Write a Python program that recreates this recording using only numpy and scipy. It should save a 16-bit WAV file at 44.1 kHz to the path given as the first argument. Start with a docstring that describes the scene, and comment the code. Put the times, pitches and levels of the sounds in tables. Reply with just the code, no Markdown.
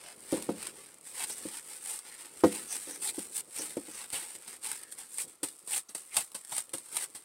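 """A thin plastic glove kneads dough in a steel bowl, close to a small microphone in a kitchen.
Its film buckles into crinkles with every stroke, rubs as it slides, snaps at single creases
and crackles as it grabs. The dough sticks and slips on the steel. The bowl, damped by the
other hand, knocks on its wooden board, once hard, and thuds under the dough."""
import sys
import numpy as np
from scipy import signal
from scipy.fft import rfft, irfft, next_fast_len
from scipy.io import wavfile
from scipy.ndimage import map_coordinates

SR = 44100
rng = np.random.default_rng(int(sys.argv[2]) if len(sys.argv) > 2 else 0)


def store_wav(level_fs):
    """Save 16-bit WAV to argv[1]."""
    pcm = np.round(np.clip(np.atleast_2d(level_fs), -1, 1) * 32767)
    wavfile.write(sys.argv[1], SR, pcm.T.astype(np.int16))


N = 319284


def amp(db):
    """Decibels to gain."""
    return 10 ** (np.asarray(db) / 20)


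def unit_rms(x):
    """Scale to rms 1."""
    return x / np.sqrt(np.mean(x ** 2) + 1e-20)


def at_hz(points, hz):
    """Interpolate (f, value) points on a log frequency axis."""
    knots_hz, values = np.transpose(points)
    return np.interp(np.log(hz + 1), np.log(knots_hz + 1), values)


def per_sample(times_s, values):
    """Interpolate a time curve to N samples."""
    return np.interp(np.arange(N) / SR, times_s, values)


def wobble(rate_hz):
    """Smooth random curve through rate_hz knots a second."""
    knots = rng.standard_normal(int(N * rate_hz / SR) + 4)
    return map_coordinates(knots, [np.arange(N) * rate_hz / SR])


def add(track, start_s, sound):
    """Mix a sound into the track."""
    span = track[round(start_s * SR):][:len(sound)]
    span += sound[:len(span)]


def coloured(x, spectrum, size=4096):
    """Minimum-phase filter of energy 1 with the given spectrum."""
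    gain = amp(at_hz(spectrum, np.fft.rfftfreq(size, 1 / SR)))
    cepstrum = irfft(np.log(gain))
    cepstrum[1:size // 2] *= 2
    cepstrum[size // 2 + 1:] = 0
    response = irfft(np.exp(rfft(cepstrum)))
    return signal.fftconvolve(x, response / np.linalg.norm(response))[:len(x)]


def resonate(x, hz, q):
    """Two passes through one resonance; rms 1."""
    resonance = signal.iirpeak(hz, q, fs=SR)
    return unit_rms(signal.lfilter(*resonance, signal.lfilter(*resonance, x)))


def clicks(rate_hz, scatter_db):
    """Random impulses with log-normal sizes; rms 1."""
    chance = np.clip(rate_hz / SR, 1e-4, 1)
    sizes = amp(scatter_db * np.clip(rng.standard_normal(N), -2, 2)) * rng.choice([-1, 1], N)
    return unit_rms((rng.random(N) < chance) * sizes / np.sqrt(chance))


# Rustle between strokes: t/s, drive/dB
REST_DRIVE = [(0, -56), (.85, -60.5), (1, -65), (1.5, -56.5), (3, -52), (3.45, -64.5), (4.5, -59),
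              (5.1, -56.5), (5.4, -68), (6.4, -60), (7.24, -56.5)]
# Hand strokes: t/s at full speed, swell/s, hold/s, fade/s, crinkle drive/dB, crumple re crinkle/dB
HAND_STROKES = [(0.0, .05, 0.13, .05, -52.5, 0), (0.323, 0.16, 0.055, 0.26, -39.5, -5),
                (0.641, 0.33, 0.039, 0.062, -44, -2.5), (0.772, 0.22, 0.12, 0.19, -52, -3),
                (1.055, 0.042, 0.02, 0.26, -45.5, -8.5), (1.204, 0.11, 0.042, 0.026, -34, -5.5),
                (1.299, 0.12, 0.018, 0.23, -40.5, -10), (1.435, 0.21, 0.15, .06, -45, -5.5),
                (1.711, 0.1, 0.0066, 0.13, -39, -7.5), (1.914, 0.2, 0.03, 0.11, -35, -9.5),
                (2.079, 0.2, 0.19, 0.24, -51, -2), (2.519, 0.22, 0.034, 0.2, -37, -5.5),
                (2.715, 0.074, 0.047, 0.2, -35.5, -8.5), (2.852, 0.17, 0.094, 0.1, -46, -6),
                (3.053, 0.068, 0.05, 0.027, -31.5, -11), (3.204, 0.19, 0.024, 0.24, -41, -9),
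                (3.368, 0.081, 0.04, 0.01, -34, -14), (3.59, 0.15, 0.027, 0.27, -36, -8),
                (3.987, 0.46, 0.037, 0.137, -44, -5), (4.147, 0.07, 0.029, 0.21, -34.5, -6),
                (4.302, 0.3, 0.059, 0.018, -43.5, -8.5), (4.474, 0.22, 0.075, .06, -50.5, -2.5),
                (4.656, 0.066, 0.024, 0.31, -37.5, -6.5), (4.918, 0.018, 0.011, 0.022, -39.5, -20),
                (4.985, 0.014, 0.026, 0.13, -42.5, -6.5), (5.194, 0.12, 0.04, 0.032, -33.5, -14.5),
                (5.286, .04, .01, 0.085, -47.5, -9), (5.722, 0.066, 0.06, 0.039, -30.5, -11.5),
                (6.162, 0.065, 0.046, 0.04, -33, -8.5), (6.553, 0.084, 0.044, 0.037, -33, -10),
                (6.958, 0.17, 0.091, 0.032, -38, -8)]


def kneading(range_db=25.5, rest_crumple_db=-7.5):
    """Hand motion as drive in dB for fine crinkle and deep crumple; a swell or fade spans range_db."""
    t = np.arange(0, N / SR, 0.001)
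    moves = [(np.interp(t, *np.transpose(REST_DRIVE)), rest_crumple_db)]
    for full_s, swell_s, hold_s, fade_s, db, offset_db in HAND_STROKES:
        away = np.maximum(full_s - t, 0) / swell_s + np.maximum(t - full_s - hold_s, 0) / fade_s
        moves.append((db - range_db * away, offset_db))
    moves.extend(squeezes(t))
    crinkle_power = sum(amp(db) ** 2 for db, _ in moves)
    crumple_power = sum(amp(db + offset_db) ** 2 for db, offset_db in moves)
    return per_sample(t, 10 * np.log10(crinkle_power)), per_sample(t, 10 * np.log10(crumple_power))


# Fine glove crinkle, with the microphone's bright sheen near 8.5 kHz: f/Hz, level/dB
CRINKLE_SPECTRUM = [(1500, -48.5), (3500, -15), (5000, -13), (6700, -13.5), (7500, -5.5), (8200, 1),
                    (8900, 2.5), (9500, -2.5), (10500, -7), (12500, -14), (15500, -18.5)]
# Deep glove crumple: f/Hz, level/dB
CRUMPLE_SPECTRUM = [(30, -3.5), (100, -16), (300, -4), (500, 0), (630, -12), (850, -2.5), (1400, -1),
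                    (2100, 1), (3500, -3.5), (5000, 0.5), (8000, -17), (15000, -43.5)]
# Hollow between hand and bowl: f/Hz, width per pass/Hz, relative level/dB
HOLLOW_MODES = [(844, 200, -10), (2080, 710, -14.5), (2960, 2900, -6)]


def glove_rustle(crinkle_db, crumple_db, hollow_pivot_db=-39.5, hollow_slope=1.67):
    """The film buckles in clumps: faster strokes click more and louder, larger folds sound deeper."""
    rate_hz = 3000 * amp(1.1 * (crinkle_db + 41))
    clumps_db = 1.78 * wobble(30) + 2.4 * wobble(300)
    buckles = clicks(rate_hz, scatter_db=5)
    fine_source = buckles + 1.04 * rng.standard_normal(N)
    deep_source = 0.77 * buckles + clicks(rate_hz, scatter_db=1.5) + 0.38 * rng.standard_normal(N)
    crinkle = amp(crinkle_db - 2) * unit_rms(coloured(fine_source, CRINKLE_SPECTRUM))
    crumple = amp(crumple_db - 5) * unit_rms(coloured(deep_source, CRUMPLE_SPECTRUM))
    hollow = sum(amp(db) * resonate(clicks(rate_hz, scatter_db=2.5), hz, q=hz / width_hz)
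                 for hz, width_hz, db in HOLLOW_MODES)
    hollow_db = hollow_pivot_db + hollow_slope * (crumple_db - hollow_pivot_db)
    return amp(clumps_db) * (crinkle + crumple + amp(hollow_db) * hollow)


def glove_ticks(crinkle_db):
    """Taut folds tick throughout and stand out when the rustle is soft."""
    return amp(0.35 * crinkle_db - 48) * coloured(clicks(rate_hz=41, scatter_db=11.5), CRINKLE_SPECTRUM)


# Film slides: centre t/s, length/s, f/Hz, level/dB
SLIDES = [(0.082, 0.13, 680, -54.5), (.06, 0.077, 2900, -58.5), (0.056, .12, 5300, -61.5),
          (0.378, 0.077, 940, -50), (1.322, .08, 5800, -48), (2.131, 0.091, 1990, -57),
          (2.726, 0.12, 6030, -43.5), (2.928, 0.17, 5860, -52), (3.087, 0.06, 4100, -40),
          (3.602, 0.086, 5850, -42.5), (3.948, .12, 6040, -54.5), (4.16, 0.1, 2920, -45.5),
          (4.85, 0.24, 1770, -62), (5.195, .05, 2200, -45), (5.737, 0.032, 2730, -38),
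          (5.892, .016, 5750, -48.5), (6.135, .08, 2300, -52), (6.176, 0.067, 860, -46),
          (6.529, .03, 860, -45.5), (6.98, 0.052, 2430, -47)]


def glove_rubs(base_q=1.9, q_per_s=26):
    """Stretched film sticks and slips on dough and steel; a longer slide has a clearer pitch."""
    track = np.zeros(N)
    for centre_s, length_s, hz, db in SLIDES:
        swell = signal.windows.hann(int(length_s * SR))
        friction = resonate(rng.standard_normal(len(swell)), hz, q=base_q + q_per_s * length_s)
        add(track, max(centre_s - length_s / 2, 0), amp(db) * swell * friction)
    return track


# Dough on steel: t/s, level/dB
DRAG_LEVEL = [(0, -57.5), (.25, -60.5), (.55, -49.5), (.9, -61.5), (1.08, -71), (1.37, -57.5),
              (1.93, -70.5), (2.64, -59.5), (3.17, -61.5), (3.45, -66), (4.3, -68.5), (4.8, -63.5),
              (5.6, -72.5), (7.24, -67)]
# Dull body of drags and thuds: f/Hz, level/dB
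DOUGH_SPECTRUM = [(30, -9.5), (100, -9.5), (200, -7), (330, -3), (520, -4), (700, -15), (1500, -28)]


def dough_drag():
    """Dough sticks and slips on the steel with a dull, uneven murmur."""
    level_db = per_sample(*np.transpose(DRAG_LEVEL)) + 4.2 * wobble(22)
    slips = clicks(rate_hz=1500, scatter_db=7)
    return amp(level_db) * unit_rms(coloured(slips, DOUGH_SPECTRUM))


# Background noise: f/Hz, level/dB
HUSH_SPECTRUM = [(15, -72), (25, -24), (148, -30.5), (509, -12.5), (631, -11), (1380, -7), (1570, -29),
                 (1800, -15.5), (6380, -20.5), (8580, -12), (15500, -26.5)]


def room_hush(level_db=-67.5):
    """Faint steady noise."""
    return amp(level_db) * coloured(rng.standard_normal(N), HUSH_SPECTRUM)


# Loudest creases: t/s, relative level/dB
CREASE_SNAPS = [(0.3195, -24), (0.423, -25), (0.627, -24.5), (0.669, -24.5), (1.2379, -20), (1.486, -28),
                (1.57, -30.5), (1.9897, -28), (3.145, -32), (3.1919, -25), (3.3278, -34.5), (3.706, -30),
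                (4.102, -30.5), (4.478, -29.5), (4.715, -18), (4.8331, -30.5), (4.923, -29), (5.183, -21),
                (5.4862, -30.5), (6.1436, -27.5), (6.1668, -9.5), (6.1692, -10), (6.317, -35),
                (6.4481, -31.5), (6.5806, -15.5), (6.693, -35.5), (6.782, -26.5), (6.967, -14),
                (6.9712, -19)]
# Crease snap, with the microphone's bright sheen near 8.5 kHz: f/Hz, level/dB
SNAP_SPECTRUM = [(30, -65), (150, -10.5), (450, -12.5), (850, -6), (1400, -10), (2300, -10.5), (4500, -6.5),
                 (6700, -11.5), (8500, 6.5), (10500, -4), (15500, -19.5)]


def crease_snaps(flutter_gain=0.24, flutter_t60_s=0.018, low_cut_hz=536):
    """A taut crease, too small to radiate bass, flips with one click and a brief flutter."""
    track, t = np.zeros(N), np.arange(SR // 50) / SR
    for start_s, db in CREASE_SNAPS:
        flip = flutter_gain * rng.standard_normal(len(t)) * amp(-60 * t / flutter_t60_s)
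        flip[0] = 1  # the click
        add(track, start_s + 0.00082, amp(db + 5.5) * flip)
    return signal.lfilter(*signal.butter(1, low_cut_hz, "high", fs=SR), coloured(track, SNAP_SPECTRUM))


# Hand-held bowl on its board: f/Hz, level/dB, t60/s
BOWL_MODES = [(99.5, -28, 0.26), (182.6, -22.5, 0.33), (216.3, -20.5, 0.5), (295, -1, 0.18),
              (324.7, 4, 0.1), (392, -15, 0.26), (473, -3.5, 0.16), (524.3, -1.5, 0.12), (609, -54, 0.037),
              (703, -10.5, 0.14), (792, -5, 0.068), (916, -8.5, 0.078), (1038, -3, 0.053),
              (1250, -5, 0.081), (1392, -11.5, 0.1), (1538, -4, 0.039), (1870, -13, 0.2), (2195, -13, 0.11)]
# Blows: t/s, relative level/dB, contact cutoff/Hz, t60 factor, base boom/dB
BOWL_BLOWS = [(0.325, -22.5, 463, 0.87, 4), (0.489, -26.5, 910, 0.71, 11.5), (1.453, -34.5, 395, 0.45, 9.5),
              (2.436, -14, 1097, 0.8, 3.5), (2.872, -49, 500, 2.4, 2), (3.180, -31.5, 550, 0.35, 10.5),
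              (3.593, -42.5, 477, 1.45, -2), (3.769, -23.5, 480, 0.4, -4), (3.88, -44.5, 604, 0.63, 6),
              (5.43, -35, 744, 0.45, -13.5), (6.736, -38, 734, 0.47, 1)]


def bowl_knocks(thump_gain=0.46, thump_t60_s=0.14, attack_s=0.0024):
    """Each blow rings the bowl and thumps the board; soft contact leaves out the high modes."""
    track, t = np.zeros(N), np.arange(SR // 2) / SR
    hz, mode_db, t60_s = np.transpose(BOWL_MODES)[:, :, None]
    is_base = hz < 250  # these modes boom unless dough presses the base down
    attack = 1 - np.exp(-t / attack_s)
    for start_s, db, cutoff_hz, t60_factor, boom_db in BOWL_BLOWS:
        strength = amp(mode_db + is_base * boom_db + 0.8 * rng.standard_normal(hz.shape))
        strength /= np.sqrt(1 + (hz / cutoff_hz) ** 5)
        detune = 1 + 0.015 * rng.standard_normal(hz.shape)  # load of hand and dough varies
        phase = 2 * np.pi * hz * detune * t + 1.4 * rng.standard_normal(hz.shape)
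        ring = np.sum(strength * amp(-60 * t / (t60_s * t60_factor)) * np.sin(phase), axis=0)
        thump_decay = amp(-60 * t / (thump_t60_s * t60_factor))
        thump = coloured(rng.standard_normal(len(t)) * thump_decay, DOUGH_SPECTRUM)
        add(track, start_s, amp(db + 1.5) * (ring + thump_gain * thump) * attack)
    return track


# Glove landing on dough: t/s, relative level/dB, t60/s
FINGER_GRABS = [(1.296, -25, 0.1), (3.0178, -26.5, 0.084), (4.1265, -27, 0.26), (4.479, -28, 0.042),
                (5.4314, -16.5, 0.074), (5.6752, -32.5, 0.09), (5.8904, -38, 0.15), (5.9493, -16.5, 0.038),
                (6.167, -17.5, 0.12), (6.3466, -22.5, 0.082), (6.52, -21, 0.073), (6.7345, -21.5, 0.091),
                (7.149, -30, 0.13)]


def grabs(attack_s=0.0026, thud_db=-16):
    """Landing fingers crush many creases at once and thud on the dough."""
    force, t = np.zeros(N), np.arange(SR // 4) / SR
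    attack = (1 - np.exp(-t / attack_s)) ** 2
    for land_s, db, t60_s in FINGER_GRABS:
        add(force, land_s - 0.002, amp(db - 6 - 60 * t / t60_s) * attack)
    thud = amp(thud_db) * soften_thuds(coloured(rng.standard_normal(N), DOUGH_SPECTRUM))
    crackle = coloured(clicks(rate_hz=9000, scatter_db=1.5), SNAP_SPECTRUM)
    return force * (crackle + thud)


def squeezes(t, gain_db=-23, brush_db=25.5, brush_s=0.004, fade_db_per_s=117, crumple_offset_db=-10.5):
    """Fingers brush the dough, land and close: yields crinkle drive and crumple offset per grab."""
    for land_s, db, _ in FINGER_GRABS:
        before_db = brush_db * np.maximum(land_s - t, 0) / brush_s
        after_db = fade_db_per_s * np.maximum(t - land_s, 0)
        yield db + gain_db - before_db - after_db, crumple_offset_db


def soften_thuds(x, band_hz=(96, 5100)):
    """Trim deep bass and high hiss so knocks and thuds sound dull."""
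    return signal.sosfilt(signal.butter(1, band_hz, "band", fs=SR, output="sos"), x)


def bowl_walls(x, echo_db=-3, t60_s=0.058, cutoff_hz=5000, size=4096):
    """Curved steel adds short echoes, redrawn block by block for the moving hand."""
    track, t = np.zeros(N), np.arange(SR // 25) / SR
    window, padded = signal.windows.hann(size, sym=False), np.pad(x, (0, size))
    for start in range(0, N, size // 2):
        echoes = rng.standard_normal(len(t)) * amp(-60 * t / t60_s) * (t > 0.0004)
        response = amp(echo_db) * echoes / np.linalg.norm(echoes)
        add(track, start / SR, signal.fftconvolve(window * padded[start:start + size], response))
    return x + signal.lfilter(*signal.butter(1, cutoff_hz, fs=SR), track)


# Room decay: f/Hz, t60/s
KITCHEN_DECAY = [(150, 0.45), (1000, 0.11), (5000, 0.06), (14000, 0.087)]


def kitchen(x):
    """Short room tail; the bass outlasts the treble."""
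    hz, t, noise = signal.stft(rng.standard_normal(SR // 2), SR, nperseg=256)
    decay = amp(-60 * t / at_hz(KITCHEN_DECAY, hz)[:, None])
    _, tail = signal.istft(noise * decay, SR, nperseg=256)
    delayed = np.pad(x, (SR // 200, 0))
    return signal.fftconvolve(delayed, tail / np.linalg.norm(tail))[:N]


def scene():
    """Glove, dough and bowl in a quiet kitchen; mono."""
    crinkle_db, crumple_db = kneading()
    glove = glove_rustle(crinkle_db, crumple_db) + glove_ticks(crinkle_db) + grabs() + crease_snaps()
    near = bowl_walls(glove) + glove_rubs() + soften_thuds(bowl_knocks() + dough_drag())
    return (near + room_hush() + amp(-22) * kitchen(near))[None]


def record(dry):
    """The small microphone thins the deep bass; a hard band limit cuts the top."""
    low_cut_hz, top_hz = 55, 15800
    thinned = signal.sosfilt(signal.butter(1, low_cut_hz, "high", fs=SR, output="sos"), dry)
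    size = next_fast_len(N + SR // 2)
    passband = np.fft.rfftfreq(size, 1 / SR) < top_hz
    return irfft(rfft(thinned, size) * passband, size)[..., :N]


dry = scene()
out = record(dry)
store_wav(out)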